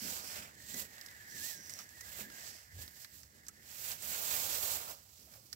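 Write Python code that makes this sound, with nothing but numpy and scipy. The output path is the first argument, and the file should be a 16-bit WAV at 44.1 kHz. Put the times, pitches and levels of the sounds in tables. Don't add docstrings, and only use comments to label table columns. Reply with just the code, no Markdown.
import sys
import numpy as np
from scipy import signal
from scipy.fft import rfft, irfft, next_fast_len
from scipy.io import wavfile
from scipy.ndimage import uniform_filter1d, map_coordinates

SR = 44100
rng = np.random.default_rng(int(sys.argv[2]) if len(sys.argv) > 2 else 0)


def decibels_to_gain(level_db):
    exponent = np.asarray(level_db, float) / 20
    return 10 ** exponent


def store_pcm(level_fs):
    pcm = np.round(np.clip(level_fs, -1, 1) * 32767).astype(np.int16)
    wavfile.write(sys.argv[1], SR, np.atleast_2d(pcm).T)


N = 244755

# start_s, level_db, pitch_hz, rattle_db (over the thud)
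FOOTFALLS = [(0.021, -41.5, 227, -30), (0.7393, -45, 254, -10.5), (0.763, -46, 214, -20),
             (0.799, -58, 120, 2), (1.551, -54.5, 193, -9), (2.1907, -47.5, 431.4, -8.5),
             (2.208, -49.5, 202, -15), (2.237, -52, 205, -18), (2.754, -46, 86, -20),
             (2.787, -46.5, 98, -15.5), (4.036, -53, 180, -13), (5.344, -57.5, 76.5, -18)]
BRISK_DB = -58.5


def unit(x):
    return x / np.sqrt(np.mean(x ** 2) + 1e-20)


def along(points, hz):
    point_hz, value = np.transpose(points)
    return np.interp(np.log(hz + 1), np.log(point_hz + 1), value)


def curves(rows, **ends):
    time_s, *columns = np.transpose(rows)
    return [np.interp(np.arange(N) / SR, time_s, column, **ends) for column in columns]


def wobble(rate_hz):
    knots = rng.standard_normal(int(N * rate_hz / SR) + 4)
    return map_coordinates(knots, [np.arange(N) * rate_hz / SR])


def filtered(x, response):
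    size = next_fast_len(x.shape[-1] + 4096)
    spectrum = rfft(x, size) * response(np.fft.rfftfreq(size, 1 / SR))
    return irfft(spectrum, size)[..., :x.shape[-1]]


def resonance(hz, width_hz):
    return lambda f: 1j * f * width_hz / (hz * hz - f * f + 1j * f * width_hz)


def ramp(start_s, stop_s, rise_per_s, fall_per_s):
    t = np.arange(N) / SR
    return -rise_per_s * np.maximum(start_s - t, 0) - fall_per_s * np.maximum(t - stop_s, 0)


def to_left(x, lag_s=0.000362):
    # frequency_hz, level_db
    shade = [(100, 0.5), (400, -2), (1300, -3), (2400, -2.5), (4400, -7), (8000, -10.5), (8800, -7),
             (10000, -25), (15000, -19)]
    return filtered(x, lambda hz: decibels_to_gain(along(shade, hz)) * np.exp(-2j * np.pi * hz * lag_s))


def rush(spectrum, grain_db):
    # frequency_hz, coherence (0 to 1)
    alike = [(100, .92), (600, .78), (1500, .68), (2700, .4), (4000, .24), (15000, .12)]
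    grain_gain = decibels_to_gain(grain_db * (wobble(350) + 1.08 * wobble(14)))
    right, other = rng.standard_normal((2, N)) * grain_gain

    def shared(hz):
        return np.clip(along(alike, hz), 0, 1)

    common = filtered(right, shared)
    separate = filtered(other, lambda hz: np.sqrt(1 - shared(hz) ** 2))
    left = to_left(common + separate)
    pair = filtered(np.array([left, right]), lambda hz: decibels_to_gain(along(spectrum, hz)))
    return pair / np.sqrt(np.mean(pair.mean(0) ** 2))


def rubbing(hiss_db, body_db):
    # frequency_hz, level_db
    hiss_bands = [(1200, -28.5), (2400, -16), (3300, -10), (4200, -6.5), (5300, -12), (6500, -4.5),
                  (7700, -1.5), (8300, -7), (9000, -48), (11000, -12.5)]
    body_bands = [(150, -33), (280, -12.5), (580, 3), (1000, 1.5), (1350, 2.5), (2000, -17.5)]
    rasp_bands = [(1100, -19.5), (1500, 0), (1900, -2), (2600, -3), (3300, -6), (4500, -21)]
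    fizz_bands = [(7000, -40), (8800, -9), (10500, -7), (12000, -4), (13400, 0), (14500, -1.5),
                  (15600, -1.5)]
    swish_bands = [(3300, -46), (4300, -1), (5200, 3.5), (6000, 0.5), (7000, -6)]
    # time_s, fizz_db and swish_db (over the hiss, for a brisk stroke), rasp_db (over the body)
    cloth_turn = [(0.0, 3, 8, 10), (.12, -1.5, -2.5, 0), (.28, -3, 5.5, 5.5), (.5, -5, -4, 0.5),
                  (.75, 0.5, -4, 2), (1.1, 0, -4, 5), (1.9, 1.5, -2.5, 1.5), (2.2, 1.5, -8.5, 0.5),
                  (2.5, -6, 3, 4), (2.8, 1.5, -3.5, 2), (3.15, 5, -2.5, 4), (3.4, -3, -4.5, -8),
                  (3.7, 3.5, -1, 5), (3.95, 3, -4, 6), (4.5, 0.5, -3.5, -1.5), (5.5, 6, 0.5, -1)]
    fizz_db, swish_db, rasp_db = curves(cloth_turn)
    over_brisk_db = hiss_db - BRISK_DB
    fizz_db = fizz_db + 0.2 * over_brisk_db
    swish_db = swish_db - 0.17 * over_brisk_db
    catch_db = 0.75 * wobble(30) + 0.9 * wobble(90)

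    body = rush(body_bands, grain_db=0.5) + decibels_to_gain(rasp_db) * rush(rasp_bands, grain_db=1.6)
    parts = rush(hiss_bands, grain_db=1.0) + decibels_to_gain(body_db - hiss_db - 3.5) * body
    parts += decibels_to_gain(fizz_db) * rush(fizz_bands, grain_db=-0.5)
    parts += decibels_to_gain(swish_db) * rush(swish_bands, grain_db=1.0)

    cracks = (rng.random(N) < 120 / SR) * rng.standard_normal(N)
    grit = 0.17 * unit(filtered(cracks, lambda hz: decibels_to_gain(along(hiss_bands, hz))))
    return decibels_to_gain(hiss_db + catch_db) * (parts + [to_left(grit), grit])


def strokes():
    # stop_s, hiss_db (at the stop), length_s, swell_db, body_db (over the hiss)
    stroke_rows = [(0.105, -46, 0.074, 6, -10), (0.174, -49, 0.05, -1.5, -7.5), (0.391, -50, 0.18, 5.5, -4),
                   (0.487, -62, 0.064, -3.5, 0), (0.804, -45.5, 0.19, 16, -12),
                   (1.016, -64, 0.086, -2, -4.5), (1.246, -66, 0.22, -2, -6),
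                   (1.481, -46.5, 0.19, 15, -16.5), (1.545, -57, 0.031, -7.5, -13),
                   (1.723, -57.5, 0.069, 5, -7.5), (1.806, -56.5, 0.025, 2.5, -4),
                   (2.21, -50, 0.31, 16.5, -8), (2.5, -54, 0.18, 4.5, -8.5),
                   (2.63, -68.5, 0.072, -6.5, -5.5), (2.82, -52.5, 0.065, 13, -13),
                   (3.02, -60, 0.15, 11, -13), (3.224, -65.5, 0.072, -4, -20),
                   (3.918, -46.5, 0.23, 13, -10.5), (4.106, -44.5, 0.062, 5, -9),
                   (4.346, -42.5, 0.2, 3.5, -8), (4.758, -42.5, 0.43, 2, -7), (4.913, -50.5, 0.14, 4, -1),
                   (5.263, -70, 0.22, 0, -11), (5.372, -67, 0.082, 0.5, -2)]
    onset_db_per_s, lift_db_per_s = 205, 255
    rest_db, rest_body_db = -69.5, -6
    hiss_power, body_power = decibels_to_gain(2 * rest_db), decibels_to_gain(2 * (rest_db + rest_body_db))
    for stop_s, stop_db, length_s, swell_db, body_db in stroke_rows:
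        to_go = np.clip((stop_s - np.arange(N) / SR) / length_s, 0, 1)
        slopes_db = ramp(stop_s - length_s, stop_s, onset_db_per_s, lift_db_per_s)
        power = decibels_to_gain(2 * (stop_db - swell_db * to_go + slopes_db))
        hiss_power = hiss_power + power
        body_power = body_power + power * decibels_to_gain(2 * body_db)
    return 10 * np.log10(hiss_power), 10 * np.log10(body_power)


def ticks():
    # start_s, ring_peak_db, pitch_hz,
    # scatter_db and knock_db (relative settings, each offset below)
    tick_rows = [(0.743, -26, 6300, -16, -9), (0.982, -37, 4330.0, -20, -3),
                 (1.0128, -29.5, 5100, -15, -28), (1.0615, -33, 5940, -3, -13),
                 (1.086, -37, 4360, -13, -13), (1.6962, -28.5, 6300, -13, -11),
                 (1.7044, -31, 7110.0, -19, -13), (1.709, -39, 6280.0, -21, -20),
                 (1.738, -24.5, 6450.0, -30, -32), (1.758, -42, 7300, -28, -21),
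                 (1.789, -29.5, 5930.0, 0, -14), (1.799, -38, 5920.0, 0, -18),
                 (1.84, -38, 6310.0, -15, -15), (1.8916, -34.5, 6800, -28, -27),
                 (2.009, -32.5, 6400, -7, -10), (2.3007, -36.5, 5300, -3, -3),
                 (2.879, -31.5, 4600, -13.5, -9), (3.0465, -29.5, 4640, -15.5, -7),
                 (3.2326, -35, 5550, -3, -9), (3.4668, -34.5, 5600, -12, -18), (3.4721, -41, 5500, -16, -7),
                 (3.4835, -28.5, 6700, -8, -19), (3.487, -39.5, 6900, -9, -6),
                 (3.49, -40.5, 6700, -4, -3.5), (3.917, -21.5, 5470, -14, -24),
                 (4.0234, -30, 7560.0, 2, -11.5), (5.338, -42, 5300, -1, -9),
                 (5.5283, -26.5, 5300, -12, -36), (5.5287, -30, 5250, -5, -12)]
    out, t = np.zeros((2, N + SR)), np.arange(SR // 10) / SR
    for start_s, peak_db, hz, scatter_db, knock_db in tick_rows:
        scatter_gain = decibels_to_gain(scatter_db - 8.0 - 60 * t / 0.029)
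        blow = scatter_gain * rng.standard_normal((2, len(t))) * rng.exponential(size=len(t))
        blow[:, 0] = 1
        ring = filtered(blow, lambda f: resonance(hz, 3000)(f) ** 2 + 0.45 * resonance(7600, 900)(f))
        edge = 0.36 * filtered(blow, lambda f: resonance(10500, 5000)(f) ** 2)
        knock = decibels_to_gain(knock_db + 5) * filtered(blow, lambda f: resonance(1800, 1300)(f) ** 2)
        tick = decibels_to_gain(peak_db) * (ring + edge + knock) / np.abs(ring[1]).max()
        out[:, round(start_s * SR):][:, :len(t)] += tick
    return np.array([to_left(out[0, :N]), out[1, :N]])


def footfalls():
    thuds, t = np.zeros(N + SR), np.arange(SR // 4) / SR
    for start_s, level_db, hz, rattle_db in FOOTFALLS:
        envelope = (1 - np.exp(-t / 0.0016)) * decibels_to_gain(-60 * t * hz / 18)
        thud = envelope * np.sin(2 * np.pi * hz * t)
        rattle = filtered(rng.standard_normal(len(t)), lambda f: resonance(480, 500)(f) ** 2)
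        rattle = decibels_to_gain(rattle_db - 60 * t / 0.25) * unit(rattle)
        thuds[round(start_s * SR):][:len(t)] += decibels_to_gain(level_db) * (thud + rattle)
    return np.array([to_left(thuds[:N]), thuds[:N]])


def taps():
    # start_s, level_db, pitch_hz
    tap_rows = [(1.789, -49, 1220), (1.796, -52, 1196), (3.491, -53, 1320), (5.274, -61, 650),
                (5.358, -61, 650), (5.378, -64, 530)]
    out, t = np.zeros(N + SR), np.arange(SR // 5) / SR
    for start_s, level_db, hz in tap_rows:
        upper = np.sin(2 * np.pi * hz * 1.09 * t + rng.uniform(0, 2 * np.pi))
        pair = np.sin(2 * np.pi * hz * t) + 0.44 * upper
        decay = decibels_to_gain(level_db - 60 * t * hz / 64)
        out[round(start_s * SR):][:len(t)] += decay * (1 - np.exp(-t / 0.0013)) * pair
    return np.array([to_left(out[:N], lag_s=0.0001), out[:N]])


def scrape():
    # start_s, peak_s, level_db, pitch_hz
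    drag = (1.3, 1.82, -50.5, 5850)
    start_s, peak_s, level_db, hz = drag
    grains = rng.standard_normal(N) * decibels_to_gain(2.5 * wobble(600))
    ring = unit(filtered(grains, resonance(hz, 600)))
    swell = np.clip((np.arange(N) / SR - peak_s) / (peak_s - start_s), -1, 0)
    ring = ring * decibels_to_gain(level_db + 5 * swell + ramp(start_s, peak_s, 900, 520))
    return np.array([to_left(ring), ring])


def birds():
    # time_s, level_db
    whirr = [(.4, -69), (1.45, -61.5), (1.62, -63), (1.9, -65.5), (2.45, -63), (2.65, -71.5), (2.85, -67.5),
             (3.3, -77), (3.45, -75.5), (3.75, -71)]
    # frequency_hz, level_db
    chorus = [(1300, -23), (1550, -8.5), (1700, -1.5), (1950, -3), (2150, -8.5), (2500, -32.5)]
    # start_s, length_s, from_hz, to_hz, level_db
    glide_rows = [(0.566, 0.042, 1700, 1840, -62), (0.61, .13, 1820, 1925, -62),
                  (0.747, 0.054, 1966, 2000, -52.5), (0.8, 0.064, 2000, 1870, -63),
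                  (0.862, 0.12, 1880, 1840, -64), (1.028, 0.043, 2050, 2140, -63),
                  (1.051, .05, 1700, 1660, -63), (1.085, 0.048, 2060, 1877, -59),
                  (1.141, .045, 1878, 2010, -61), (1.17, 0.033, 1600, 1713, -61),
                  (1.206, .03, 1750, 1717, -53), (1.296, .05, 1565, 1807, -54.5),
                  (1.348, 0.051, 1822, 1650, -53.5), (1.409, 0.072, 1640, 1960, -49),
                  (1.489, .07, 1960, 1600, -52), (1.56, 0.045, 1600, 1587, -58),
                  (1.918, 0.031, 1683, 1950, -58), (1.95, 0.053, 1956, 1805, -56.5),
                  (2.004, 0.034, 1817, 2020, -55), (2.06, .05, 1560, 1720, -57.5),
                  (2.138, 0.035, 2100, 1990, -61), (2.228, 0.041, 1733, 1655, -55),
                  (2.27, 0.029, 1700, 1843, -56), (2.312, 0.073, 1650, 1606, -58),
                  (2.781, .07, 1660, 1775, -63)]
    join_s, join_hz = 0.03, 70
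    whirr_db, = curves(whirr, left=-90, right=-90)
    calls = [[glide_rows[0]]]
    for last, glide in zip(glide_rows, glide_rows[1:]):
        gap_s = abs(glide[0] - last[0] - last[1])
        leap_hz = abs(glide[2] - last[3])
        if gap_s < join_s and leap_hz < join_hz:
            calls[-1].append(glide)
        else:
            calls.append([glide])
    tone = sum(whistle(call) for call in calls)
    blur = decibels_to_gain(whirr_db + 1.5 * wobble(25)) * rush(chorus, grain_db=2)
    return blur + [to_left(tone, lag_s=0.00045), tone]


def whistle(glides):
    points = []
    for start_s, length_s, from_hz, to_hz, _ in glides:
        points += [(start_s, from_hz), (start_s + length_s, to_hz)]
    hz, = curves(sorted(points))
    trembling_hz = uniform_filter1d(hz, size=500) * (1 + 0.006 * wobble(60))
    turns = np.cumsum(trembling_hz) / SR
    gains = [fading(start_s, length_s, level_db) for start_s, length_s, _, _, level_db in glides]
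    tone = np.max(gains, axis=0) * np.sin(2 * np.pi * turns)
    return tone * decibels_to_gain(2 * wobble(45))


def fading(start_s, length_s, level_db):
    fade_s = 0.0085
    return decibels_to_gain(level_db) * np.clip(1 + ramp(start_s, start_s + length_s, 1 / fade_s, 1 / fade_s), 0, 1)


def shaking_planks(hiss_db):
    # frequency_hz, level_db
    shake_bands = [(90, -8), (140, -4.5), (200, 1), (300, -4), (500, -9.5), (900, -21)]
    gain = loading(-88, -69.5, -11.5, 0.003, shake_bands, hiss_db)
    unrest = decibels_to_gain(2.24 * wobble(20) + 2.7 * wobble(5))
    return gain * unrest * rush(shake_bands, grain_db=-1.5)


def low_hum(hiss_db):
    # frequency_hz, level_db
    hum_bands = [(25, -48), (40, -40), (60, -2), (85, -1.5), (110, -5.5), (140, -9.5), (250, -36)]
    gain = loading(-72.5, -67.5, -4.5, 0.05, hum_bands, hiss_db)
    return gain * decibels_to_gain(1.6 * wobble(6)) * rush(hum_bands, grain_db=0)


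def loading(rest_db, rub_db, step_db, rise_s, spectrum, hiss_db):
    follows = 0.38
    load_s, unload_s = 0.051, 0.04
    power = decibels_to_gain(2 * rest_db) + decibels_to_gain(2 * (rub_db + follows * (hiss_db - BRISK_DB)))
    for start_s, level_db, hz, _ in FOOTFALLS:
        swell_db = ramp(start_s, start_s + load_s, 10 / rise_s, 10 / unload_s)
        power = power + decibels_to_gain(2 * (level_db + step_db + along(spectrum, hz) + swell_db))
    return np.sqrt(power)


def scene():
    hiss_db, body_db = strokes()
    near = rubbing(hiss_db, body_db) + ticks() + footfalls() + taps() + scrape()
    return near + birds() + shaking_planks(hiss_db) + low_hum(hiss_db)


def band_limit(x):
    return signal.sosfilt(signal.butter(12, 16660, fs=SR, output="sos"), x)


def record(dry):
    bass_cut_hz, top_hz = 42, 15780
    mix = filtered(dry, lambda hz: (hz < top_hz) * (1j * hz / (bass_cut_hz + 1j * hz)) ** 2)
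    return band_limit(mix)


dry = scene()
out = record(dry)
store_pcm(out)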